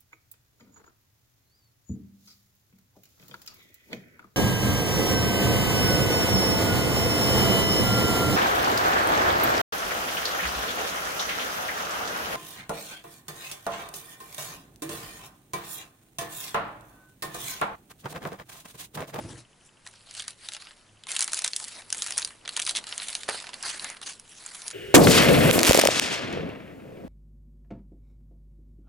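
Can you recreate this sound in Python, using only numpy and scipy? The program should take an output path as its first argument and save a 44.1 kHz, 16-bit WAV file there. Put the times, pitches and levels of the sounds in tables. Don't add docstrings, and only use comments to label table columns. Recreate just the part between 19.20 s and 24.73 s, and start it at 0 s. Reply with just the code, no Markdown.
import sys
import numpy as np
from scipy import signal
from scipy.fft import rfft, irfft, next_fast_len
from scipy.io import wavfile
from scipy.ndimage import uniform_filter1d, map_coordinates

SR = 44100
rng = np.random.default_rng(int(sys.argv[2]) if len(sys.argv) > 2 else 0)


def generate_wav(sig):
    pcm = np.round(np.clip(np.atleast_2d(sig).T, -1, 1) * 32767).astype(np.int16)
    wavfile.write(sys.argv[1], SR, pcm)


N = 243855


def amp(db):
    return 10 ** (np.asarray(db) / 20)

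def unit(x):
    return x / np.sqrt(np.mean(x ** 2) + 1e-20)

def along(points, hz):
    f, v = np.transpose(points)
    return np.interp(np.log(hz + 1), np.log(f + 1), v)

def curve(points):
    return np.interp(np.arange(N) / SR, *np.transpose(points))

def wobble(rate):
    return map_coordinates(rng.standard_normal(int(N * rate / SR) + 4), [np.arange(N) * rate / SR])

def filtered(x, response):
    m = next_fast_len(N + SR // 2)
    return irfft(rfft(x, m) * response(np.fft.rfftfreq(m, 1 / SR)), m)[..., :N]

def resonances(modes):
    return lambda f: sum((-1) ** k * amp(db) * 1j * f * width / (hz * hz - f * f + 1j * f * width)
                         for k, (hz, width, db) in enumerate(modes))

def paper(modes):
    return lambda hz: resonances(modes)(hz) * (1j * hz / (1j * hz + 500)) ** 2

def placed(seconds, shapes):
    at = np.round(seconds * SR).astype(int)[:, None] + np.arange(shapes.shape[1])
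    return np.bincount(at.ravel(), shapes.ravel(), N + SR)[:N]

def bursts(count, attack, t60):
    t = np.arange(SR // 40) / SR
    rows = (1 - np.exp(-t / attack)) * amp(-60 * t / t60) * rng.standard_normal((count, len(t)))
    return rows / np.linalg.norm(rows, axis=1)[:, None]

# (frequency [Hz], correlation [0..1])
PORT_LIKENESS = [(60, 0.9), (130, 0.92), (300, 0.59), (2000, 0.75), (10000, 0.88)]
def stereo(pair, response):
    turn = lambda hz: np.arccos(np.clip(along(PORT_LIKENESS, hz), -1, 1)) / 2
    mid, side = filtered(pair, lambda hz: response(hz) * [np.cos(turn(hz)), np.sin(turn(hz))])
    return unit(np.array([mid + side, mid - side]))

# (time [s], level [dB])
IRON_DRAG = [(0, -39), (.025, -50.5), (.048, -36), (.075, -44.5), (.1, -42), (.18, -48.5), (.22, -62),
             (.3, -93)]
# (frequency [Hz], width [Hz], gain [dB])
TABLE_MODES = [(62.4, 28, -7), (120, 13, 6), (140, 1.05, 0), (188, 160, -9.5), (334, 28, 0),
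               (447, 105, -13.5), (663, 39, -9.5), (840, 130, -17)]
def iron():
    drag = amp(curve(IRON_DRAG))
    judder = drag * amp(1.5 * wobble(45)) * rng.standard_normal((2, N))
    mid_side = [[1], [.5]]
    return np.sqrt(np.mean(drag ** 2)) * stereo(judder * mid_side, resonances(TABLE_MODES))

def crackle():
    when, rank = rng.random((1500, 2)).T
    size = amp(-3.2 * np.log(1 - .985 * rank))
    return unit(placed(when * N / SR, size[:, None] * bursts(len(when), attack=0.00005, t60=0.002)))

def patchy(pair, spread_db):
    spectrum = signal.stft(pair, nperseg=256)[2]
    field = uniform_filter1d(rng.standard_normal(spectrum.shape[1:]), size=5, axis=0)
    field = uniform_filter1d(field, size=14, axis=1)
    return signal.istft(spectrum * amp(spread_db * unit(field)), nperseg=256)[1][:, :N]

# (full
# from [s], swell [s], hold [s], fade [s], # level [dB], sizzle over level [dB], dull flap over level [dB])
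SHEET_MOVES = [(0.0, .01, 0.21, 0.03, -54, 2.5, -1.5), (0.476, 0.081, 0, 0.021, -61, 7.5, -16),
               (0.657, 0.017, 0.035, 0.03, -56.5, 4, -1.5), (0.71, 0.028, 0.24, .1, -60, 1, -5),
               (0.985, 0.12, 0.029, 0.06, -42, 0, -5.5), (1.086, 0.036, 0.0061, 0.064, -46.5, 2.5, -2),
               (1.218, 0.061, 0.15, 0.035, -48, 0.5, -6), (1.406, 0.06, 0.02, 0.29, -49.5, -1.5, -4),
               (1.89, 0.024, 0.16, 0.09, -41.5, 4, -3.5), (2.166, 0.11, 0.013, 0.097, -36.5, 4, -4),
               (2.255, 0.032, 0, 0.12, -38, 2.5, -6), (2.428, 0.21, 0.0092, 0.09, -42.5, 6.5, -4),
               (2.478, 0.013, 0.12, 0.068, -47.5, 0.5, -2.5), (2.736, 0.059, 0.28, 0.16, -42.5, 3, -4.5),
               (3.343, 0.086, 0.17, 0.072, -44.5, 1.5, -7), (3.491, 0.038, 0.013, 0.027, -30.5, -0.5, -9),
               (3.557, 0.015, 0.022, 0.042, -31.5, -1.5, -7.5),
               (3.676, 0.047, 0.099, 0.11, -42, -0.5, -3.5), (3.83, 0.039, 0.071, 0.26, -38.5, 1.5, -5),
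               (4.086, 0.0051, 0.00036, 0.23, -33, -1, -2), (4.344, 0.032, 0.11, 0.046, -53.5, 1, -1),
               (4.451, 0.047, 0.048, 0.067, -35.5, 1, -3), (4.538, 0.015, 0.081, 0.15, -44, 2, 1),
               (4.643, 0.12, 0.054, 0.11, -42.5, -1, -0.5), (4.828, 0.0072, 0.011, 0.013, -36, -1, -3),
               (4.864, 0.019, 0.043, 0.078, -40, 2.5, -4.5), (5.096, 0.13, 0.046, 0.11, -55, 3.5, -9),
               (5.255, 0.23, 0.031, 0.79, -46.5, 2.5, -3), (5.473, 0.14, 0.32, .1, -48, 2.5, 0)]
def moves():
    span_db, rest_db = 20, -70
    t = np.arange(0, N + 64, 32) / SR
    s, swell, hold, fade, db, sizzle_db, flap_db = np.transpose(SHEET_MOVES)[..., None]
    before = np.maximum(s - t, 0) / np.maximum(swell, .005)
    after = np.maximum(t - s - hold, 0) / np.maximum(fade, .005)
    move_db = db - span_db * (before + after)
    powers = [amp(2 * rest_db) + amp(2 * (move_db + over_db)).sum(axis=0)
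              for over_db in (0, sizzle_db, flap_db)]
    return [np.interp(np.arange(N) / SR, t, np.sqrt(power)) for power in powers]

# (frequency [Hz], width [Hz], gain [dB])
BODY_MODES = [(658, 410, -2.5), (1715, 1090, 2)]
CREASE_MODES = [(3120, 2250, -3), (4464, 1420, 0)]
EDGE_MODES = [(6040, 2750, 3), (10600, 3900, 3.5)]
def rustle():
    flutter = amp(1.2 * wobble(40) + 2 * wobble(160))
    hiss = unit(flutter * rng.standard_normal((2, N)))
    rubbing = patchy(hiss + 0.55 * np.array([crackle(), crackle()]), spread_db=3.0)
    return sum(gain * stereo(rubbing, paper(modes))
               for gain, modes in zip(moves(), [CREASE_MODES, EDGE_MODES, BODY_MODES]))

# (frequency [Hz], relative density [dB])
AIR_SPECTRUM = [(15, 1.5), (25, -2.5), (107, -5.5), (156, -2), (798, -10), (979, -9.5), (1670, -13),
                (3000, -15.5), (4400, -19), (11000, -19), (14300, -44), (22000, -120)]
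# (time [s], level [dB])
HUM_LEVEL = [(.42, -99), (.55, -73), (.7, -69.5), (1.3, -71), (1.45, -101), (1.7, -67), (2.05, -75.5),
             (3.1, -71.5), (4.0, -73.5), (5.53, -81.5)]
def room_tone(hum_hz=104.7):
    air = stereo(rng.standard_normal((2, N)), lambda hz: amp(along(AIR_SPECTRUM, hz)))
    phase = 2 * np.pi * np.cumsum(hum_hz + 0.8 * wobble(9)) / SR
    hum = np.sqrt(2) * (np.sin(phase) + 0.095 * np.sin(2 * phase))
    return amp(-61.5) * air + amp(curve(HUM_LEVEL) + 3.2 * wobble(12)) * hum

# (frequency [Hz], gain [dB], t60 [s])
TICK_MODES = [(2720, 12.5, 0.015), (3010, 18, 0.011)]
def ticking(first_s=.0105, pair_s=.08003):
    s = np.arange(first_s, N / SR, pair_s / 2)
    t = np.arange(SR // 30) / SR
    ring = sum(amp(db - 60 * t / t60) * np.sin(2 * np.pi * hz * t) for hz, db, t60 in TICK_MODES)
    onset = 1 - np.exp(-t / 0.0013)
    level_db = -60 - 13 * (np.arange(len(s)) % 2) + rng.standard_normal(len(s))
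    return placed(s, amp(level_db)[:, None] * ring * onset)

# (time [s], level [dB], body over level [dB], edge over level [dB])
BUCKLES = [(0.6646, -28, -5.5, -13), (0.6734, -27.5, -13, -8), (0.712, -50, -8, -1), (0.738, -43, -0.5, -7),
           (0.76, -43, -11, -19), (0.868, -43, -10, -7), (0.9102, -36, -12, 0), (0.94, -45, -21, 7),
           (0.95, -26, -15, -6), (0.968, -41, -17, 4), (0.9775, -39, -8, -4), (0.9965, -24, -11, -3),
           (1.0215, -28, -8, -3.5), (1.0401, -31, -11, -12), (1.0804, -19, -15, -6), (1.106, -32, -17, -3),
           (1.2873, -19.5, -13, -9), (1.32, -28, -10, -8), (1.3351, -27, -11, -2.5),
           (1.348, -21.5, -10.5, -12), (1.366, -25, -6.5, -12), (1.4216, -28, -11, -19),
           (1.4701, -26.5, -14, -29), (1.509, -34, -4.5, -29), (1.8367, -27, -37, -15.5),
           (1.8688, -27, -7.5, -7), (1.9059, -23.5, -7, -2.5), (1.917, -24.5, -7, 6),
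           (1.924, -21.5, -22, -22), (1.9453, -23, -14, -16), (1.9518, -22, -11.5, -3),
           (1.9642, -12.5, -33, -6), (1.9668, -26, -3, 5), (1.992, -19.5, -17, 2.5), (1.9944, -27, 4, 0),
           (2.007, -14, -42, -2), (2.016, -21, -5, 2), (2.0242, -12.5, -15, -1), (2.029, -21, -32, -1),
           (2.043, -22, -37, 3.5), (2.0779, -18.5, -5.5, -4.5), (2.096, -28, -24, -10),
           (2.1193, -30, -8, 4), (2.1327, -16.5, -5, 1), (2.1442, -24, -23, 6), (2.17, -23, -23, -3),
           (2.1743, -21, -21, -5), (2.1903, -21.5, -11, 4), (2.2196, -25, -3, 0), (2.2418, -14, -28, -16),
           (2.2451, -12.5, -12, -1.5), (2.2493, -19, -25, -24), (2.2621, -24, -0.5, 1),
           (2.2776, -21.5, -7.5, 5), (2.3334, -21.5, -50, -12), (2.363, -20, -40, 5), (2.4, -27.5, -3, -1),
           (2.4413, -24, -16, -4), (2.4462, -32.5, -17, 3), (2.4821, -34, -22, 4.5), (2.62, -36.5, -1, -21),
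           (2.7028, -24, -20, -0.5), (2.7265, -17, -26, 3), (2.7464, -32, 1.5, 5.5), (2.7818, -44, -24, 7),
           (2.821, -16.5, -14, -0.5), (2.8292, -38, -10, 11), (2.842, -28, -24, 0), (2.8632, -26, -3, 2),
           (2.872, -28.5, -14, 2), (2.8826, -29, -3, -7), (2.9069, -24, -3, 1.5), (2.9224, -18, -24, -7),
           (2.9723, -31, 3, 5), (2.979, -20.5, -10, 7.5), (2.985, -21, -2, 1.5), (2.9958, -31, -17, 7),
           (3.019, -19.5, -12, -3), (3.0263, -18, -24, -17), (3.048, -22.5, -32, 3),
           (3.0747, -24.5, -13.5, -10), (3.1055, -35.5, 0, -21), (3.2514, -28, -6, -33),
           (3.2571, -25, -15, -25), (3.277, -23.5, -2.5, -5.5), (3.2915, -16, -16.5, -12),
           (3.342, -38, -5, -5), (3.3657, -15, -17, -2.5), (3.3732, -16.5, -7.5, -3.5),
           (3.3942, -11.5, -30, -15.5), (3.3983, -16, -8.5, -1), (3.418, -19.5, -21, -1),
           (3.4223, -16, -32, -7), (3.43, -31, -7, 0), (3.451, -32, -27, 5), (3.466, -19, -8, 0),
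           (3.475, -18.5, -4.5, -4), (3.493, -16, -23, 0), (3.5093, -19.5, -6, -2), (3.5512, -14, -17, -18),
           (3.5606, -14, -41, -11), (3.5628, -16, -25, -8), (3.5694, -15, -14, -5.5), (3.587, -32, 0, 4),
           (3.6404, -27, -8, -9.5), (3.669, -23, -17, -8), (3.6906, -28, -21, -4.5),
           (3.7251, -17, -12, -53), (3.7786, -21, -19, 0), (3.7915, -29.5, -4, -21),
           (3.7999, -20.5, -14, -27), (3.819, -20.5, -8.5, -12), (3.8843, -19.5, -37, -6),
           (3.8924, -21.5, -8, -13), (3.9287, -21, -20, -10), (3.9515, -14, -13, -6),
           (4.033, -21.5, -11.5, -10.5), (4.08, -37, 11, -11), (4.0889, -20, 0, -10),
           (4.0952, -17.5, -4.5, -8), (4.107, -24.5, 2, -10), (4.2013, -26.5, -17, -7),
           (4.2413, -34, 3.5, -23), (4.269, -25, -7.5, -16), (4.291, -24, -17, -13),
           (4.333, -28, -1.5, -18), (4.3409, -19, -20, -13.5), (4.427, -34.5, -23, 12),
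           (4.544, -28.5, -3.5, -20), (4.5958, -18.5, -35, -13), (4.6442, -18, -7.5, -8),
           (4.7001, -29.5, 0.5, 2.5), (4.7682, -28, -11, -33), (4.8152, -25.5, -10, -6.5),
           (4.871, -34, -24, -8), (4.997, -36, -11, 2.5), (5.2624, -33, -5, 8), (5.3477, -28, -11, -6.5),
           (5.419, -28.5, -28, -4), (5.4642, -31, -13, -9), (5.48, -24.5, -33, 5.5), (5.5037, -26, -9, -5),
           (5.5112, -29.5, -5, 2.5)]
# (energy gain [dB], attack [s], t60 [s])
BUCKLE_BURSTS = [(22.48, 0.0007, 0.022), (19.2, 0.00015, 0.012), (17.86, 0.0011, 0.0046)]
def snaps(click_share=0.38):
    s, db, body_db, edge_db = np.transpose(BUCKLES)
    ranges = [(body_db, BODY_MODES), (0, CREASE_MODES), (edge_db, EDGE_MODES)]
    out = np.zeros(N)
    for (over_db, modes), (energy_db, attack, t60) in zip(ranges, BUCKLE_BURSTS):
        click = click_share * np.eye(1, SR // 40, round(attack * SR))
        shapes = amp(db + over_db + energy_db)[:, None] * (bursts(len(s), attack, t60) + click)
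        out += filtered(placed(s, shapes), paper(modes))
    return out

# (time [s],
# pitch [Hz], level [dB])
PITCHED_RINGS = [(0.9965, 3550, -19), (1.002, 3320, -18), (1.0804, 4470, -19), (1.287, 3710, -19),
                 (2.133, 1540, -20), (2.334, 4540, -11.5), (2.7262, 1600, -23), (2.782, 7200, -16),
                 (2.978, 7060, -17), (2.9852, 1380, -23), (3.048, 4750, -9.5), (3.278, 3130, -22),
                 (3.2905, 2840, -28), (3.3645, 3200, -15), (3.3732, 1000, -27), (3.3992, 3320, -15),
                 (3.465, 4480, -13), (3.495, 4190, -9), (3.569, 3350, -13), (4.291, 1000, -32.5)]
def pops(t60_cycles=16):
    s, hz, db = np.transpose(PITCHED_RINGS)[..., None]
    cycles = hz * np.arange(SR // 30) / SR
    envelope = amp(db - 60 * cycles / t60_cycles) * (1 - np.exp(-cycles / 0.36))
    return placed(s[:, 0], envelope * np.sin(2 * np.pi * cycles))

# (time [s], level [dB])
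HAND_PRESSURE = [(1.8, -99), (1.92, -62), (2.6, -61.5), (3.06, -55), (3.23, -60.5), (3.58, -49),
                 (3.66, -58.5), (4.2, -54.5), (4.6, -52.5), (5.1, -65), (5.53, -60)]
def hands():
    lumps = amp(2.5 * wobble(25)) * rng.standard_normal((2, N))
    rumble = stereo(lumps, resonances([(59.0, 67, -6.0), (158, 82, 2.0), (346, 1060, -1.0)]))
    return amp(curve(HAND_PRESSURE)) * rumble

# (time [s], level [dB])
LANDINGS = [(4.0891, 12), (4.1457, 0)]
def slaps():
    s, db = np.transpose(LANDINGS)
    push = np.eye(1, SR // 40)
    puff = 0.11 * bursts(len(s), attack=0.00083, t60=0.016)
    landings = placed(s, amp(db)[:, None] * (push + puff))
    return filtered(landings, resonances([(640, 420, 1.5), (1650, 660, -11)]))

# (frequency [Hz], t60 [s])
ROOM_DECAY = [(200, 0.2), (2000, 0.06), (10000, 0.03)]
def walls(x):
    block, delay = SR // 4, 90
    out = np.zeros((2, N + SR))
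    for start in range(0, N, block):
        hz, t, noise = signal.stft(rng.standard_normal((2, SR // 3)), SR, nperseg=256)
        decay = amp(-60 * t / along(ROOM_DECAY, hz)[:, None])
        mid, side = signal.istft(noise * decay, SR, nperseg=256)[1]
        tail = mid + 0.47 * np.array([side, -side])
        wet = signal.fftconvolve(x[None, start:start + block], tail / np.linalg.norm(tail[0]), axes=1)
        out[:, start + delay:start + delay + wet.shape[1]] += wet
    return out[:, :N]

# (time [s], left over right [dB])
SHEET_BALANCE = [(0, 4), (.7, 0), (2.7, 0), (4.0, -0.5), (4.35, -3), (4.45, -1), (5.53, -.6)]
def scene():
    clicks = snaps() + pops() + slaps() + ticking()
    near = clicks + amp(-9.5) * walls(clicks) + rustle()
    balance_db = curve(SHEET_BALANCE)
    return near * amp([balance_db / 2, -balance_db / 2]) + iron() + hands() + room_tone()

# (frequency [Hz], gain [dB])
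TREBLE_ROLLOFF = [(20, 0), (10800, 0), (11050, -8), (11250, -31), (12100, -48), (15600, -60)]
def record(dry):
    top_hz = 15590
    return filtered(dry, lambda hz: amp(along(TREBLE_ROLLOFF, hz)) * (hz < top_hz))


dry = scene()
out = record(dry)
generate_wav(out)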